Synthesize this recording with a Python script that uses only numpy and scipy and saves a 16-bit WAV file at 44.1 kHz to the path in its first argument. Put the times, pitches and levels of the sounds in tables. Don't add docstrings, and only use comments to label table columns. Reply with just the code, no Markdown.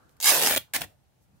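import sys
import numpy as np
from scipy import signal
from scipy.fft import rfft, irfft
from scipy.io import wavfile
from scipy.ndimage import uniform_filter1d, map_coordinates

SR = 44100
rng = np.random.default_rng(int(sys.argv[2]) if len(sys.argv) > 2 else 0)


def transcribe(u):
    v = np.clip(np.atleast_2d(u).T, -1, 1)
    q = np.round(v * 32767).astype(np.int16)
    wavfile.write(sys.argv[1], SR, q)


def attenuation_scalar(level_db):
    decades = np.asarray(level_db, float) / 20
    return 10 ** decades


N = 61739
LEFT_RIGHT = np.array([[.5], [-.5]])


def evened(x):
    return x / np.sqrt(np.mean(x ** 2) + 1e-20)


def read(points, hz):
    f, value = np.transpose(points)
    return np.interp(np.log(hz + 1), np.log(f + 1), value)


def curves(rows):
    columns = np.transpose(rows)
    return [np.interp(np.arange(N) / SR, columns[0], column) for column in columns]


def causal(points):
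    gain_db = read(points, abs(np.fft.fftfreq(8192, 1 / SR)))
    log_gain = np.log(attenuation_scalar(np.maximum(gain_db, -70)))
    taps = np.fft.ifft(np.exp(np.conj(signal.hilbert(log_gain)))).real[:3000]
    return taps / np.linalg.norm(taps)


def colour(x, points):
    return signal.oaconvolve(x, causal(points)[None], axes=1)[:, :N]


# frequency in Hz, left-right likeness from 0 to 1.
SAME = [(60, 0.39), (240, 0.088), (950, 0.096), (3770, 0.007), (15000, 0.075)]


def noise(points, patchy_db):
    frames, hz = N // 128 + 5, np.fft.rfftfreq(512, 1 / SR)
    a, b, c, d, patches = rng.standard_normal((frames, 257, 5)).T
    patches = uniform_filter1d(patches, size=8, axis=0)
    patches = evened(uniform_filter1d(patches, size=14, axis=1))
    same = np.clip(read(SAME, hz), -1, 1)[:, None]
    left, other = a + 1j * b, c + 1j * d
    right = same * left + np.sqrt(1 - same ** 2) * other
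    z = np.array([left, right]) * attenuation_scalar(read(points, hz)[:, None] + patchy_db * patches)
    return evened(signal.istft(z, nperseg=512, noverlap=384)[1][:, :N])


def swell(at, half_s):
    return np.exp(-((np.arange(N) / SR - at) / half_s) ** 2)


# frequency in Hz, level in dB.
FLOOR = [(15, -55), (25, -20.5), (102, 4.5), (242, -17.5), (270, -24), (354, -15.5), (840, -14),
         (1040, -22.5), (16000, -33)]
# time in seconds, rustle in dB, rumble in dB.
HANDS = [(0, -64, -69), (0.152, -68.5, -65), (.19, -68, -78), (.24, -73, -58), (.3, -82.5, -60),
         (.35, -91, -65), (.43, -82, -56), (0.571, -76, -45), (.63, -69, -61.5), (.7, -73, -85),
         (.76, -78, -55), (0.821, -78, -44.5), (.9, -71.5, -63), (1.05, -93, -88), (1.17, -88.5, -70.5),
         (1.27, -90, -67), (1.36, -74.5, -63), (1.4, -81.5, -68)]
# frequency in Hz, level in dB.
RUSTLE = [(150, -32.5), (250, -4.5), (955, -10.5), (1470, -7), (2130, -24), (11100, -30), (16000, -40.5)]
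RUMBLE = [(18, -45), (32, -16), (60, 1.5), (172, -10.5), (300, -10), (600, -78)]
# centre in seconds, half length in seconds, level in dB.
BRUSHES = [
    (0.114, 0.026, -71),
    (1.232, 0.0217, -71.5),
    (1.368, 0.017, -77),
]
# frequency in Hz, level in dB.
BRUSH = [(1500, -30), (5000, 0), (16000, -2)]
DRAG = [(300, -33), (550, -2), (700, -1), (900, -22), (1600, -23.5)]


def background():
    _, rustle_db, rumble_db = curves(HANDS)
    brushing = sum(attenuation_scalar(db) * swell(at, half_s) for at, half_s, db in BRUSHES)
    floor = attenuation_scalar(-66) * noise(FLOOR, patchy_db=.8)
    brushes = brushing * noise(BRUSH, patchy_db=1.5)
    rustle = attenuation_scalar(rustle_db) * noise(RUSTLE, patchy_db=2.0)
    rumble = attenuation_scalar(rumble_db) * noise(RUMBLE, patchy_db=-1.0)
    drag = attenuation_scalar(-63.5) * swell(at=0.883, half_s=0.065) * noise(DRAG, patchy_db=1.5)
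    return floor + brushes + rustle + rumble + drag


def cracks(size, pan_db, count, burst_db=3.5):
    port_lag_s, burst_s = 0.00018, 0.00047
    t, out = np.arange(400) / SR, np.zeros((2, N))
    kind = rng.integers(0, count, N)
    for k in range(count):
        lag, life = rng.uniform(-0.9, 1), rng.uniform(.5, 3.0)
        spike = -np.sinc((t - 12 / SR) * SR - LEFT_RIGHT * lag * port_lag_s * SR)
        burst = rng.standard_normal((2, len(t))) * np.exp(-t / (burst_s * life)) * (t > 10 / SR)
        shape = spike + attenuation_scalar(burst_db) * burst / np.linalg.norm(burst[0])
        shape = shape / np.linalg.norm(shape[0])
        hits = (size * (kind == k))[None]
        out += signal.oaconvolve(hits, shape, axes=1)[:, 12:N + 12]
    return out * attenuation_scalar(LEFT_RIGHT * pan_db)


def train(rows, gain_db):
    size = np.zeros(N)
    for s, peak_db in rows:
        size[round(s * SR)] = 3 * attenuation_scalar(peak_db + gain_db)
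    return size


# time in seconds, peak in dB, left-right difference in dB.
TICKS = [
    (0.094, -55, -5),
    (0.168, -53, 0),
    (1.04, -72, -2.5),
]


def finger_ticks():
    ticks = sum(cracks(train([(s, db)], 0), pan_db, count=1) for s, db, pan_db in TICKS)
    return colour(ticks, CRACK)


# time in seconds, peak in dB.
SLAPS = [
    (.8175, -13.5),
    (.8188, -13),
    (.8201, -22),
    (.8219, -28),
    (.8263, -31),
]
# frequency in Hz, level in dB.
SLAP = [(30, -40), (100, -13), (1100, -6), (1800, -9), (2900, 1), (4300, -9), (6000, -13), (16000, -11)]


def end_slaps():
    return colour(cracks(train(SLAPS, gain_db=-2), pan_db=1, count=4, burst_db=-7), SLAP)


def shaded(x):
    shade_db = 1.5
    hz, t, z = signal.stft(x, SR, nperseg=256, noverlap=192)
    field = rng.standard_normal((len(t), len(hz), 3)).T
    field = field[:2] + field[2]
    field = uniform_filter1d(field, size=5, axis=1)
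    field = evened(uniform_filter1d(field, size=30, axis=2))
    return signal.istft(z * attenuation_scalar(shade_db * field), SR, nperseg=256, noverlap=192)[1][:, :N]


# time in seconds, table delay in ms, table level in dB, hand delay in ms, hand level in dB.
BOUNCES = [
    (.2, 1.06, -11.5, 1.84, -4),
    (.3, 0.96, -3, 1.78, 1),
    (.34, 1.15, -8.5, 1.9, -10.5),
    (.47, 1.01, -21.5, 2.2, -16),
    (.58, 1.21, -14.5, 2.1, -5.5),
    (.73, 1.13, -14.5, 2.7, -34),
    (.85, 1.18, -28, 2.03, -16),
]


def bounced(x):
    _, table_ms, table_db, hand_ms, hand_db = curves(BOUNCES)
    dull = signal.sosfilt(signal.butter(1, 6000, fs=SR, output="sos"), x)

    def late(ms):
        moment = np.arange(N) - ms * SR / 1000
        return np.array([map_coordinates(channel, [moment], order=3) for channel in dull])

    return x + attenuation_scalar(table_db) * late(table_ms) + attenuation_scalar(hand_db) * late(hand_ms)


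def rip(pull, threads, crack, late_crack, taut, slack, open_s):
    t = np.arange(N) / SR
    s, level_db, flap_db, pan_db, rate = curves(pull)
    rate = np.maximum(rate, 50)
    torn = (s - s[0]) / (s[-1] - s[0])

    spread = evened(attenuation_scalar(1.5 * np.minimum(rng.exponential(1, N), 3)))
    broken = (s == t) * (rng.random(N) < rate / SR)
    small = broken * spread * attenuation_scalar(level_db - 3.5) * np.sqrt(SR / rate)
    thick = train(threads, gain_db=-2)

    push = -(small + attenuation_scalar(1.5) * thick) * attenuation_scalar(flap_db) * (1 + 0.93 * rng.standard_normal((2, N)))
    flap = colour(push * np.sqrt(1 - torn), taut) + colour(push * np.sqrt(torn), slack)

    breaks = cracks(small, pan_db, count=24) + cracks(thick, pan_db, count=24, burst_db=1.5)
    snap = bounced(colour(breaks * (1 - torn ** 2), crack) + colour(breaks * torn ** 2, late_crack))
    thin = signal.sosfilt(signal.butter(2, 2620, "high", fs=SR, output="sos"), snap)
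    opened = np.clip((s - s[0]) / open_s, 0, 1)
    return shaded(thin + opened * (snap - thin) + flap)


# time in seconds, crack level in dB, flap relative to crack in dB,
# left-right difference in dB, small threads per second.
SECOND_PULL = [
    (.735, -33, -13, -3, 5940),
    (.739, -25.5, -13.5, -1.5, 8920),
    (.765, -21, -18.5, -1, 7000),
    (.77, -30.5, -11, 1.5, 6000),
    (.8, -40.5, -3, -4.5, 5000),
    (.824, -34.5, -4, 0, 4995),
    (.845, -39.5, -4.5, 0, 5020),
    (.87, -78, 4, -6, 4950),
]
# time in seconds, peak in dB.
END_SNAPS = [(0.7374, -13), (.7426, -20), (.7466, -12), (.7498, -16), (.7529, -16), (.7555, -26),
             (.7582, -25), (.7609, -23), (.7632, -21), (.7642, -13), (.7675, -32), (.7721, -31),
             (.8088, -24.5), (.8114, -23), (.8408, -34.5)]
# frequency in Hz, level in dB.
END_CRACK = [(530, -30.5), (800, -8), (1340, -15), (1720, -5), (2250, -7.5), (2750, -7.5), (6000, -14.5),
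             (14900, -12.5), (16000, -16)]
END_FLAP = [(35, -65), (120, -36.5), (400, -7.5), (700, -2.5), (1100, -12), (1700, -11), (3000, -45)]
LOOSE_FLAP = [(30, -52), (90, -14.5), (300, 2.5), (500, -4.5), (750, -4.5), (1100, -8.5), (1600, -24.5),
              (3000, -74)]


def second_rip():
    return rip(SECOND_PULL, END_SNAPS, END_CRACK, END_CRACK, END_FLAP, LOOSE_FLAP, open_s=0.00033)


# time in seconds, crack level in dB, flap relative to crack in dB,
# left-right difference in dB, small threads per second.
FIRST_PULL = [
    (.202, -51, -22.5, -4, 680),
    (.258, -17, -23.5, -2.5, 5500),
    (.29, -15, -23, -1, 11000),
    (.318, -18.5, -11, -3.5, 7700),
    (.405, -23.5, -12.5, -1.5, 1200),
    (.465, -19.5, -11, 0, 2500),
    (.536, -23.5, -12.5, 1, 2000),
    (.556, -37, -13.5, -1.5, 1000),
    (.58, -20, -14.5, -2.5, 990),
]
# time in seconds, peak in dB.
START_THREADS = [(.2023, -19), (.2053, -31), (.2108, -22), (.2132, -18.5), (.215, -27), (.2205, -21),
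                 (.224, -24), (.2267, -14), (.2276, -13), (.2323, -13.5), (.2348, -16), (.2376, -13),
                 (.2404, -14), (.2435, -8), (.2449, -14), (.2472, -12), (.2498, -11)]
FAST_THREADS = [(.2528, -10.5), (.257, -8.5), (.26, -12), (.2656, -10), (.2675, -9.5), (.2707, -7),
                (.273, -11.5), (.2749, -9), (.2765, -9), (.279, -7.5), (.2825, -6.5), (.2852, -11),
                (.2869, -8), (.2913, -9), (.2928, -7), (.2986, -12.5), (.3019, -12), (.3033, -10.5),
                (.306, -9.5), (.31, -12.5), (.3124, -8.5), (.3154, -11.5), (.3218, -13.5), (.3248, -10.5),
                (.3325, -16.5)]
MID_THREADS = [(0.3361, -14.5), (0.3431, -12), (0.3461, -12), (0.352, -11.5), (0.3584, -9.5),
               (0.361, -16.5), (0.3665, -11), (0.3741, -8), (0.3786, -14.5), (0.3822, -16.5), (0.3884, -18),
               (0.3941, -13.5), (0.3972, -13.5), (0.4007, -13), (0.4096, -10.5), (0.4161, -9),
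               (0.4239, -6.5), (0.4273, -9), (0.4305, -17), (0.4338, -8.5), (0.4365, -7), (0.4474, -10),
               (0.4517, -22), (0.4551, -10.5), (0.4586, -10.5), (0.4623, -7.5), (0.4653, -12.5),
               (0.4681, -12.5)]
LATE_THREADS = [(0.4723, -7), (0.4734, -12.5), (0.4806, -13.5), (0.483, -11.5), (0.4863, -19.5),
                (0.4894, -15), (0.49, -16), (0.497, -8.5), (0.5018, -11), (0.5045, -15), (0.5092, -7),
                (0.5132, -13), (0.5178, -19), (0.5225, -8.5), (0.5252, -11), (0.5282, -22), (0.532, -14),
                (0.5347, -13.5), (0.5396, -12.5), (0.5433, -16), (.548, -23), (0.5491, -11), (.55, -13.5),
                (.5509, -14.5), (0.5625, -7), (0.5656, -12.5), (0.5699, -11), (0.5734, -6.5), (0.5769, -9),
                (.579, -12.5)]
# frequency in Hz, level in dB.
CRACK = [(530, -25.5), (900, -5.5), (1400, -10.5), (1720, -5), (2250, -6), (3600, -4.5), (9310, -6),
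         (11300, -3), (16000, -9.5)]
LATE_CRACK = [(530, -27), (1100, -12), (1800, -2), (2300, -3.5), (3300, -1), (4200, -6), (6500, -9.5),
              (12000, -5), (16000, -5.5)]
FLAP = [(35, -66.5), (80, -35.5), (450, -11.5), (850, -5), (1150, -11), (1350, -13.5), (1700, -14),
        (3000, -56.5)]
SLACK_FLAP = [(35, -54), (70, -22.5), (230, -14), (380, -9.5), (650, -3), (900, -9), (1200, -17.5),
              (1700, -18), (3000, -76)]


def first_rip():
    threads = START_THREADS + FAST_THREADS + MID_THREADS + LATE_THREADS
    return rip(FIRST_PULL, threads, CRACK, LATE_CRACK, FLAP, SLACK_FLAP, open_s=0.057)


def echoes(x, t60_points, gap_s, count=3):
    first, out = round(gap_s * SR), 0
    for k in range(count):
        taps = np.zeros((2, SR // 2))
        grid = np.arange(first, SR // 2 - 12, 12)
        at = grid + rng.integers(0, 12, (2, len(grid)))
        np.put_along_axis(taps, at, rng.choice([-1., 1.], at.shape), 1)
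        hz, t, z = signal.stft(taps, SR, nperseg=128)
        decay = attenuation_scalar(-60 * t / read(t60_points, hz)[:, None])
        tail = signal.istft(z * decay, SR, nperseg=128)[1]
        tail = tail / np.linalg.norm(tail[0])
        turn = np.sqrt(2 / count) * np.cos(np.pi * (9 * np.arange(N) / SR + k / count))
        out = out + signal.fftconvolve(x * turn, tail, axes=1)[:, :N]
    return out


# frequency in Hz, time to fall 60 dB in seconds.
ROOM = [(500, .12), (2500, .185), (14000, .15)]


def in_room(cloth):
    near = echoes(cloth, [(100, 0.017), (15000, 0.017)], gap_s=.001)
    room = echoes(cloth, ROOM, gap_s=.006)
    return cloth + attenuation_scalar(-5.5) * near + attenuation_scalar(-14) * room


# frequency in Hz, side gain in dB.
PORT_SIDE = [(100, 2), (400, -6), (1000, -6), (2500, -2.5), (8000, 0.5)]


def at_ports(wet):
    width = attenuation_scalar(read(PORT_SIDE, np.fft.rfftfreq(N, 1 / SR)))
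    side = irfft(rfft(wet[0] - wet[1]) * width, N)
    return (wet.sum(0) + np.array([side, -side])) / 2


def scene():
    cloth = finger_ticks() + end_slaps() + second_rip() + first_rip()
    return background() + at_ports(in_room(cloth))


def roll_off(x):
    return signal.sosfilt(signal.butter(12, 16990, fs=SR, output="sos"), x)


def record(dry):
    ceiling, low_cut_hz, edge_hz = .9, 53, 15800
    limited = ceiling * np.tanh(dry / ceiling)
    cut = signal.sosfilt(signal.butter(3, low_cut_hz, "high", fs=SR, output="sos"), limited)
    band_limit = signal.firwin(401, edge_hz, window=("kaiser", 7), fs=SR)
    mix = signal.oaconvolve(cut, band_limit[None], "same")
    return roll_off(mix)


dry = scene()
out = record(dry)
transcribe(out)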